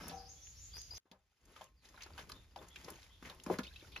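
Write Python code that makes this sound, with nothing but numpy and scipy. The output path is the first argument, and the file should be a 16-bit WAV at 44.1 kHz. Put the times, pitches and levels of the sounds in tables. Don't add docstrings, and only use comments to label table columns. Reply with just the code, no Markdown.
import sys
import numpy as np
from scipy import signal
from scipy.fft import rfft, irfft
from scipy.io import wavfile
from scipy.ndimage import uniform_filter1d

SR = 44100
rng = np.random.default_rng(int(sys.argv[2]) if len(sys.argv) > 2 else 0)


def store_pcm(level_fs):
    pcm = np.round(np.clip(level_fs, -1, 1) * 32767).astype(np.int16)
    wavfile.write(sys.argv[1], SR, np.atleast_2d(pcm).T)


N = 176400
T = np.arange(N) / SR
SCENE_CHANGE_S, SNAP_ATTACK_S = 0.981, 0.00058


def undb(db):
    return 10 ** (np.asarray(db) / 20)


def unit(x):
    return x / np.sqrt(np.mean(x ** 2))


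def fader(rows, column=1):
    rows = np.array(rows)
    return undb(np.interp(T, rows[:, 0], rows[:, column]))


def eq(x, points, amount=1):
    points, size = np.array(points), 2 * x.shape[-1]
    hz = np.fft.rfftfreq(size, 1 / SR) + 1
    gain_db = np.interp(np.log(hz), np.log(points[:, 0]), points[:, 1])
    return irfft(rfft(x, size) * undb(amount * gain_db))[..., :size // 2]


def add(out, start_s, x):
    i = max(int(start_s * SR), 0)
    out[i:i + len(x)] += x[:max(N - i, 0)]


def convolve(x, response):
    return signal.fftconvolve(x, response)[:N]


def ring(modes):
    t = T[:SR]
    return sum(undb(db) * np.sin(2 * np.pi * hz * t) * np.exp(-np.log(1000) * t / t60)
               for hz, db, t60 in modes)


def resonate(x, modes, ring_db):
    metal = ring(modes)
    return x + undb(ring_db) * convolve(x, metal / np.sqrt(np.sum(metal ** 2)))


def grains(per_s, spread_db):
    sizes = undb(spread_db * np.minimum(rng.exponential(size=N), 4))
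    return (rng.random(N) < per_s / SR) * sizes * rng.choice([-1, 1], N)


def burst(db, hz, decay_s, octaves, attack_s):
    t = T[:SR // 4]
    off_centre = np.log2((np.fft.rfftfreq(len(t), 1 / SR) + 1) / hz) / octaves
    phases = np.exp(2j * np.pi * rng.random(len(off_centre)))
    noise = unit(irfft(phases / (1 + off_centre ** 2), len(t)))
    return undb(db) * noise * (1 - np.exp(-t / attack_s)) * np.exp(-t / decay_s)


def cracks(rows):
    out = np.zeros(N)
    for start, db, hz, decay in rows:
        add(out, start, burst(db + 3, hz, decay, octaves=0.58, attack_s=SNAP_ATTACK_S))
    return out


# freq_hz, side_db
WIDTH_EQ = [(60, -26), (280, -26), (500, -18), (900, -9), (1400, -3), (2400, -3), (4000, -4), (10000, 1.5)]
# freq_hz, side_db
PHASE_LEAD_EQ = [(150, -29), (400, -16), (800, -20), (1500, -32)]
def widen(x, scatter_s=0.003):
    t = T[:SR // 50]
    reflections = rng.standard_normal(len(t)) * np.exp(-t / scatter_s)
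    allpass = irfft(np.exp(1j * np.angle(rfft(reflections))))
    side = eq(convolve(x, allpass), WIDTH_EQ) - eq(signal.hilbert(x).imag, PHASE_LEAD_EQ)
    return np.array([x + side, x - side])


# time_s, level_db
RUMBLE_FADER = [(0, -60), (.25, -60), (.43, -65.5), (.6, -58), (.975, -60), (.99, -102), (1.15, -77),
                (1.35, -84.5), (1.5, -69.5), (1.9, -69.5), (2.1, -62.5), (2.35, -59), (2.52, -66.5),
                (2.85, -62.5), (3.1, -65.5), (3.5, -60), (4, -60)]
# freq_hz, gain_db
RUMBLE_EQ = [(5, -52), (18, -21), (30, -12.5), (52, 1.5), (75, 2), (120, -10.5), (200, -21), (500, -38.5),
             (1500, -48)]
# time_s, level_db
HISS_FADER = [(0, -72), (.55, -66), (.975, -64.5), (.99, -112), (1.35, -92), (1.75, -90), (2.1, -85.5),
              (4, -67)]
# freq_hz, gain_db
HISS_EQ = [(100, -20), (400, -3), (1000, -9), (2500, -1), (5500, 3), (7500, -14.5), (10000, -5),
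           (16000, -10.5)]
def air():
    rumble, rumble_side = (unit(eq(rng.standard_normal(N), RUMBLE_EQ)) * fader(RUMBLE_FADER)
                           for _ in range(2))
    hiss, hiss_side = (unit(eq(rng.standard_normal(N), HISS_EQ)) * fader(HISS_FADER) for _ in range(2))
    side = undb(-15.5) * rumble_side + eq(hiss_side, WIDTH_EQ)
    return rumble + hiss + np.array([side, -side])


# start_s, length_s, from_hz, to_hz, level_db, waver_hz
BIRD_NOTES = [(0.004, 0.064, 5360, 5460, -61, 250), (0.113, 0.068, 5760, 6390, -65.5, 352),
              (0.161, 0.054, 5130, 4820, -62.5, 293), (0.25, 0.032, 4660, 5620, -63, 308),
              (0.279, 0.045, 5980, 6700, -59, 288), (0.32, 0.088, 6700, 6260, -69, 304),
              (0.406, 0.079, 5790, 6930, -60.5, 303), (0.469, 0.036, 7050, 6420, -64, 300),
              (0.551, 0.08, 5240, 7220, -63, 352), (0.611, 0.056, 7210, 6370, -58.5, 300),
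              (0.732, 0.044, 4810, 4996, -53, 120), (0.761, 0.051, 5440, 6920, -56.5, 246),
              (0.812, 0.054, 6640, 6560, -66.5, 146), (0.906, 0.017, 4820, 4880, -47.5, 80),
              (0.938, 0.044, 5130, 6920, -56, 300), (0.354, 0.053, 3230, 3580, -73.5, 89.5),
              (0.71, 0.03, 3130, 3600, -68, 90), (1.761, 0.077, 4940, 3900, -83.5, 203),
              (2.33, 0.054, 3560, 3660, -71, 139), (2.698, 0.044, 3227, 3470, -67.5, 142),
              (3.092, 0.067, 3080, 3700, -71.5, 171)]
def birds(direct_db=4.5, echo_db=9.5, echo_decay_s=0.055):
    calls = np.zeros(N)
    for start, length, from_hz, to_hz, db, waver_hz in BIRD_NOTES:
        progress = np.linspace(0, 1, int(length * SR))
        waver = unit(uniform_filter1d(rng.standard_normal(SR // 4), size=40))[:len(progress)]
        hz = from_hz + (to_hz - from_hz) * progress + waver_hz * waver
        swell = np.sqrt(np.abs(np.sin(np.pi * progress)))
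        add(calls, start, undb(db) * swell * np.sin(2 * np.pi * np.cumsum(hz) / SR))
    trees = rng.standard_normal((2, N)) * np.exp(-T / echo_decay_s)
    echoes = np.array([convolve(calls, tail / np.sqrt(np.sum(tail ** 2))) for tail in trees])
    return undb(direct_db) * calls + undb(echo_db) * echoes


# time_s, level_db
RUSTLE_FADER = [(.3, -75.5), (.70, -88), (.765, -52), (.81, -66), (.87, -74.5), (.925, -61.5), (.975, -55)]
# freq_hz, gain_db
STRAW_EQ = [(120, -19), (400, 0), (1300, -4.5), (2500, -3.5), (6000, -10.5), (11000, -7.5), (16000, -4.5)]
def rustle():
    return unit(eq(grains(per_s=1400, spread_db=5), STRAW_EQ)) * fader(RUSTLE_FADER)


# time_s, level_db
DRAG_FADER = [(0, -49.5), (.09, -51.5), (.14, -56.5), (.2, -64), (.33, -73), (.6, -81)]
# freq_hz, gain_db
DRAG_EQ = [(80, -10), (170, 9.5), (300, 3.5), (600, -1), (1300, -2), (2500, -7), (5000, -13), (10000, -17),
           (16000, -22)]
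# pitch_hz, level_db, t60_s
RIM_MODES = [(168, 6.5, 0.073), (297.2, -3.5, 0.4), (485, -6, 0.17), (610, 5, 0.18), (970, 3, 0.16),
             (1327, 5.5, 0.22), (1720, 11, 0.11)]
# start_s, level_db, centre_hz, decay_s
STALK_CRACKS = [(.081, -41, 8850, 0.0047), (.082, -49.5, 1510, 0.0044), (.095, -50.5, 3700, 0.018),
                (.470, -54, 2960, .004), (.738, -62.5, 1300, 0.01), (.767, -53, 1500, 0.0034),
                (.816, -41.5, 6330, 0.0021), (.917, -59, 685, 0.0066), (.935, -57.5, 695, 0.0049),
                (.970, -49.5, 3300, 0.0046)]
def rim_drag():
    scrape = unit(eq(grains(per_s=1800, spread_db=0), DRAG_EQ)) * fader(DRAG_FADER)
    return resonate(scrape, RIM_MODES, ring_db=-14.5) + cracks(STALK_CRACKS)


# pitch_hz, level_db, t60_s
EMPTY_TRAY_MODES = [(481.5, -14, 0.54), (672, -14, 0.44), (761.5, -4, 0.44), (791.5, -5, 0.46),
                    (970, -6, 0.11), (1100, -18, 0.43), (1430, -30, 0.6)]
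# start_s, level_db
TRAY_KNOCKS = [(.112, -39.5), (.137, -51)]
def empty_tray(attack_s=0.0093):
    out = np.zeros(N)
    note = ring(EMPTY_TRAY_MODES) * (1 - np.exp(-T[:SR] / attack_s))
    for start, db in TRAY_KNOCKS:
        add(out, start, undb(db) * note)
    return out


def pop(db, hz, decay_s, rise_per_s=5.1):
    t = T[:SR // 12]
    envelope = (1 - np.exp(-t / SNAP_ATTACK_S)) * np.exp(-t / decay_s)
    return undb(db) * envelope * np.sin(2 * np.pi * hz * t * (1 + rise_per_s * t / 2))


def grip(depth_db=0.96, surge_s=0.01):
    size = int(surge_s * SR)
    surges = uniform_filter1d(rng.standard_normal(N), size)
    return undb(depth_db * unit(uniform_filter1d(surges, size // 2)))


# time_s, squelch_db, crackle_db
HAND_FADERS = [(1.0, -93, -91), (1.38, -88.5, -81.5), (1.49, -60, -71), (1.63, -76.5, -60.5),
               (1.72, -79, -85), (1.81, -83, -80.5), (1.85, -70, -62.5), (1.92, -65.5, -67.5),
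               (2.02, -66.5, -67), (2.14, -61.5, -67.5), (2.21, -58.5, -57), (2.27, -60, -70.5),
               (2.36, -56.5, -66.5), (2.43, -73, -72), (2.55, -71, -75), (2.63, -54.5, -65),
               (2.72, -70.5, -68.5), (2.80, -60.5, -60), (2.92, -51, -63), (3.04, -76, -62),
               (3.11, -75, -69.5), (3.21, -72, -72.5), (3.26, -49.5, -56.5), (3.37, -62.5, -72),
               (3.46, -64.5, -67), (3.53, -39.5, -54), (3.58, -57, -68), (3.66, -58, -66.5),
               (3.74, -74, -67.5), (3.88, -63.5, -65), (4.0, -58, -94)]
# freq_hz, gain_db
SQUELCH_EQ = [(100, 18), (200, 6), (400, 6), (800, -7.5), (1400, -2.5), (2200, -23), (4000, -17.5)]
# freq_hz, gain_db
CRACKLE_EQ = [(900, -5), (1800, 1), (3200, -0.5), (4500, -3.5), (7000, -3), (10000, -9), (16000, -16.5)]
def squelch():
    body = unit(eq(grains(per_s=1000, spread_db=1), SQUELCH_EQ) * grip())
    crackle = unit(eq(grains(per_s=2200, spread_db=1), CRACKLE_EQ) * grip())
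    return body * fader(HAND_FADERS, column=1) + crackle * fader(HAND_FADERS, column=2)


def bubbles(count, centre_hz=2915, spread_oct=0.96, spread_db=4):
    out, crackle_gain = np.zeros(N), fader(HAND_FADERS, column=2)
    for at, (pitch, size) in zip(rng.integers(0, N, count), rng.standard_normal((count, 2))):
        hz = centre_hz * 2 ** (spread_oct * pitch)
        add(out, at / SR, crackle_gain[at] * pop(3.5 + spread_db * size, hz, decay_s=0.0034))
    return out


# start_s, length_s, level_db
PEEL_SPRAYS = [(3.632, 0.056, -52), (3.692, 0.14, -55), (3.919, 0.07, -53)]
def peels(pops_each, centre_hz=3320, spread_oct=0.307, spread_db=3.5):
    out = np.zeros(N)
    for start, length, db in PEEL_SPRAYS:
        for when, (pitch, size) in zip(rng.random(pops_each), rng.standard_normal((pops_each, 2))):
            hz = centre_hz * 2 ** (spread_oct * pitch)
            add(out, start + length * when, pop(db + spread_db * size, hz, decay_s=0.0028))
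    return out


# start_s, level_db, pitch_hz, decay_s
POCKET_POPS = [(1.963, -46.5, 3900, 0.0017), (1.983, -54, 3620, .0015), (2.008, -60, 2100, 0.0039),
               (2.023, -39, 6050, .003), (2.135, -44, 4570, 0.0013), (2.589, -46, 3490, .003),
               (2.956, -47.5, 6400, 0.0024), (3.666, -46, 2950, 0.0062), (3.678, -46, 3650, 0.0068),
               (3.71, -56.5, 1565, 0.011), (3.760, -46, 2574, 0.0083), (3.760, -44.5, 3770, 0.0053),
               (3.847, -53.5, 1406, .006), (3.961, -37, 2550, 0.0066), (3.964, -38, 2850, 0.004),
               (3.975, -44, 4100, 0.004), (3.988, -54, 4100, 0.0046)]
def air_pockets():
    out = np.zeros(N)
    for start, db, hz, decay in POCKET_POPS:
        add(out, start, pop(db, hz, decay))
    return out


# start_s, level_db, centre_hz, decay_s
FILM_SNAPS = [(1.114, -54, 3890, 0.0048), (1.453, -65, 7200, 0.0056), (1.563, -59, 3050, 0.0068),
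              (1.612, -48.5, 3500, 0.0021), (1.641, -50, 7600, 0.0022), (1.853, -55, 4370, 0.0036),
              (1.887, -58.5, 5660, 0.0059), (2.006, -54.5, 2320, 0.03), (2.02, -49, 4350, 0.004),
              (2.032, -44.5, 4800, 0.0045), (2.179, -49, 2980, 0.0044), (2.191, -52.5, 3860, 0.0081),
              (2.292, -53, 4270, 0.0088), (2.296, -46.5, 12000, 0.0021), (2.318, -42, 4360, 0.0031),
              (2.317, -55, 11300, 0.0013), (2.560, -47.5, 3630, 0.0024), (2.575, -52, 5000, .0015),
              (2.684, -52.5, 7670, 0.004), (2.759, -42, 2730, 0.0046), (2.845, -48, 5170, 0.0037),
              (2.902, -41, 8900, 0.0032), (3.018, -58, 4100, 0.003), (3.029, -54, 4000, 0.0035),
              (3.249, -54.5, 1895, 0.04), (3.2972, -45.5, 3630, 0.0043), (3.298, -49, 12400, 0.0011),
              (3.347, -56.5, 8640, 0.0024), (3.399, -47, 3460, 0.0016), (3.436, -48.5, 7360, 0.0045),
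              (3.463, -43, 5540, 0.0012), (3.539, -50.5, 1680, 0.013), (3.586, -39, 4950, 0.0026),
              (3.615, -67, 8800, 0.002), (3.633, -51, 3650, 0.013), (3.668, -54.5, 4200, 0.0032),
              (3.758, -59, 3580, 0.0097), (3.918, -58.5, 3600, 0.011), (3.961, -45.5, 2220, 0.0085)]
def film_snaps(pocket_db=-6.5, spread_oct=0.26, max_delay_s=0.0056):
    out = cracks(FILM_SNAPS)
    for start, db, hz, decay in FILM_SNAPS:
        for pitch, delay in rng.random((3, 2)):
            pocket_hz = hz * 2 ** (spread_oct * (2 * pitch - 1))
            add(out, start + max_delay_s * delay, pop(db + pocket_db, pocket_hz, decay))
    return out


# pitch_hz, level_db, t60_s
LOADED_TRAY_MODES = [(191, 4, 0.15), (251.5, 0.5, 0.076), (406, -2.5, 0.14), (532.4, 0, 0.12),
                     (629.6, 8, 0.078), (820, 0, 0.071), (1062, -2, 0.25), (1257, -8, 0.2),
                     (1430, -2.5, 0.18), (1720, 9, 0.076)]
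# start_s, thud_db, thud_hz, splat_db, splat_hz, splat_decay_s
MEAT_SLAPS = [(1.055, -72, 303, -75.5, 800, 0.034), (1.114, -59.5, 221, -63.5, 720, 0.032),
              (1.561, -52, 1218, -59, 1240, 0.029), (1.610, -49, 658, -53, 756, 0.021),
              (1.942, -57.5, 1006, -60, 1100, 0.014), (1.975, -51, 1410, -60, 1420, 0.053),
              (2.061, -59, 360, -51, 1190, 0.0095), (2.103, -62, 1000, -58, 1200, 0.0092),
              (2.177, -47.5, 1467, -46.5, 1370, 0.023), (2.296, -48.5, 1143, -43.5, 1340, 0.0036),
              (2.319, -61, 1036, -48.5, 1380, 0.0057), (2.560, -45.5, 784, -58, 685, 0.0082),
              (2.565, -45, 691, -53, 584, 0.021), (2.612, -53.5, 374, -58, 1110, 0.034),
              (2.881, -45.5, 432, -44, 980, 0.011), (3.225, -51.5, 254, -50, 1180, 0.0084),
              (3.298, -56, 1040, -54, 1040, 0.028), (3.463, -50, 404, -38, 1190, 0.0029),
              (3.467, -38.5, 225, -48.5, 398, 0.03), (3.499, -31, 714, -43.5, 855, .008),
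              (3.500, -39.5, 1007, -64, 900, 0.0042), (3.501, -31, 344, -53, 595, 0.0049),
              (3.508, -27.5, 411, -45, 450, 0.035), (3.510, -37.5, 200, -46, 400, 0.014),
              (3.526, -44, 507, -56, 900, 0.017), (3.587, -37, 1380, -35.5, 1230, 0.0075),
              (3.590, -32, 255, -45.5, 507, 0.016), (3.825, -55, 320, -65, 665, 0.02),
              (3.961, -78, 430, -51.5, 1190, 0.016)]
def slaps(thud_peak_s=0.0025, glide_depth=1.2, glide_s=0.00085):
    out, t = np.zeros(N), T[:SR // 4]
    punch = t / thud_peak_s * np.exp(1 - t / thud_peak_s)
    for start, thud_db, thud_hz, splat_db, splat_hz, decay in MEAT_SLAPS:
        cycles = thud_hz * (t + glide_depth * glide_s * (1 - np.exp(-t / glide_s)))
        add(out, start, undb(thud_db) * punch * np.sin(2 * np.pi * cycles))
        add(out, start, burst(splat_db, splat_hz, decay, octaves=0.99, attack_s=0.0011))
    return resonate(out, LOADED_TRAY_MODES, ring_db=-14)


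def sheen(x, mode_count, t60_s=0.083):
    pitches = np.geomspace(900, 6000, mode_count) * (1 + 0.008 * rng.standard_normal(mode_count))
    return resonate(x, [(hz, 0, t60_s) for hz in pitches], ring_db=-13.5)


# freq_hz, gain_db
SHEET_LOW_CUT = [(40, -48), (110, -16), (165, -1), (300, -1)]
# freq_hz, left_minus_right_db
PAN_EQ = [(60, 21), (200, -1.5), (400, 3), (700, 0.5), (1300, 11.5), (2400, -0.5), (4400, 2.5),
          (8000, -0.5)]
def scene():
    meat = slaps() + film_snaps() + air_pockets() + squelch() + bubbles(count=220) + peels(pops_each=26)
    meat_on_tray = sheen(meat, mode_count=56)
    first_scene = T < SCENE_CHANGE_S
    tray_on_grass = (empty_tray() + rim_drag() + rustle()) * first_scene
    left, right = widen(eq(tray_on_grass + meat_on_tray, SHEET_LOW_CUT))
    foreground = np.array([eq(left, PAN_EQ, amount=0.5), eq(right, PAN_EQ, amount=-0.5)])
    bird_gate = first_scene | (T > SCENE_CHANGE_S + 0.5)
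    return foreground + birds() * bird_gate + air()


# freq_hz, gain_db
MASTER_EQ = [(20, 0.5), (7200, -2), (7900, -20), (8500, -22), (9100, -4), (13200, -2.5), (14300, -17),
             (16000, -26.5)]
def record(dry):
    high_cut = signal.ellip(8, 0.2, 70, 16000, fs=SR, output="sos")
    return signal.sosfilt(high_cut, eq(dry, MASTER_EQ))


dry = scene()
out = record(dry)
store_pcm(out)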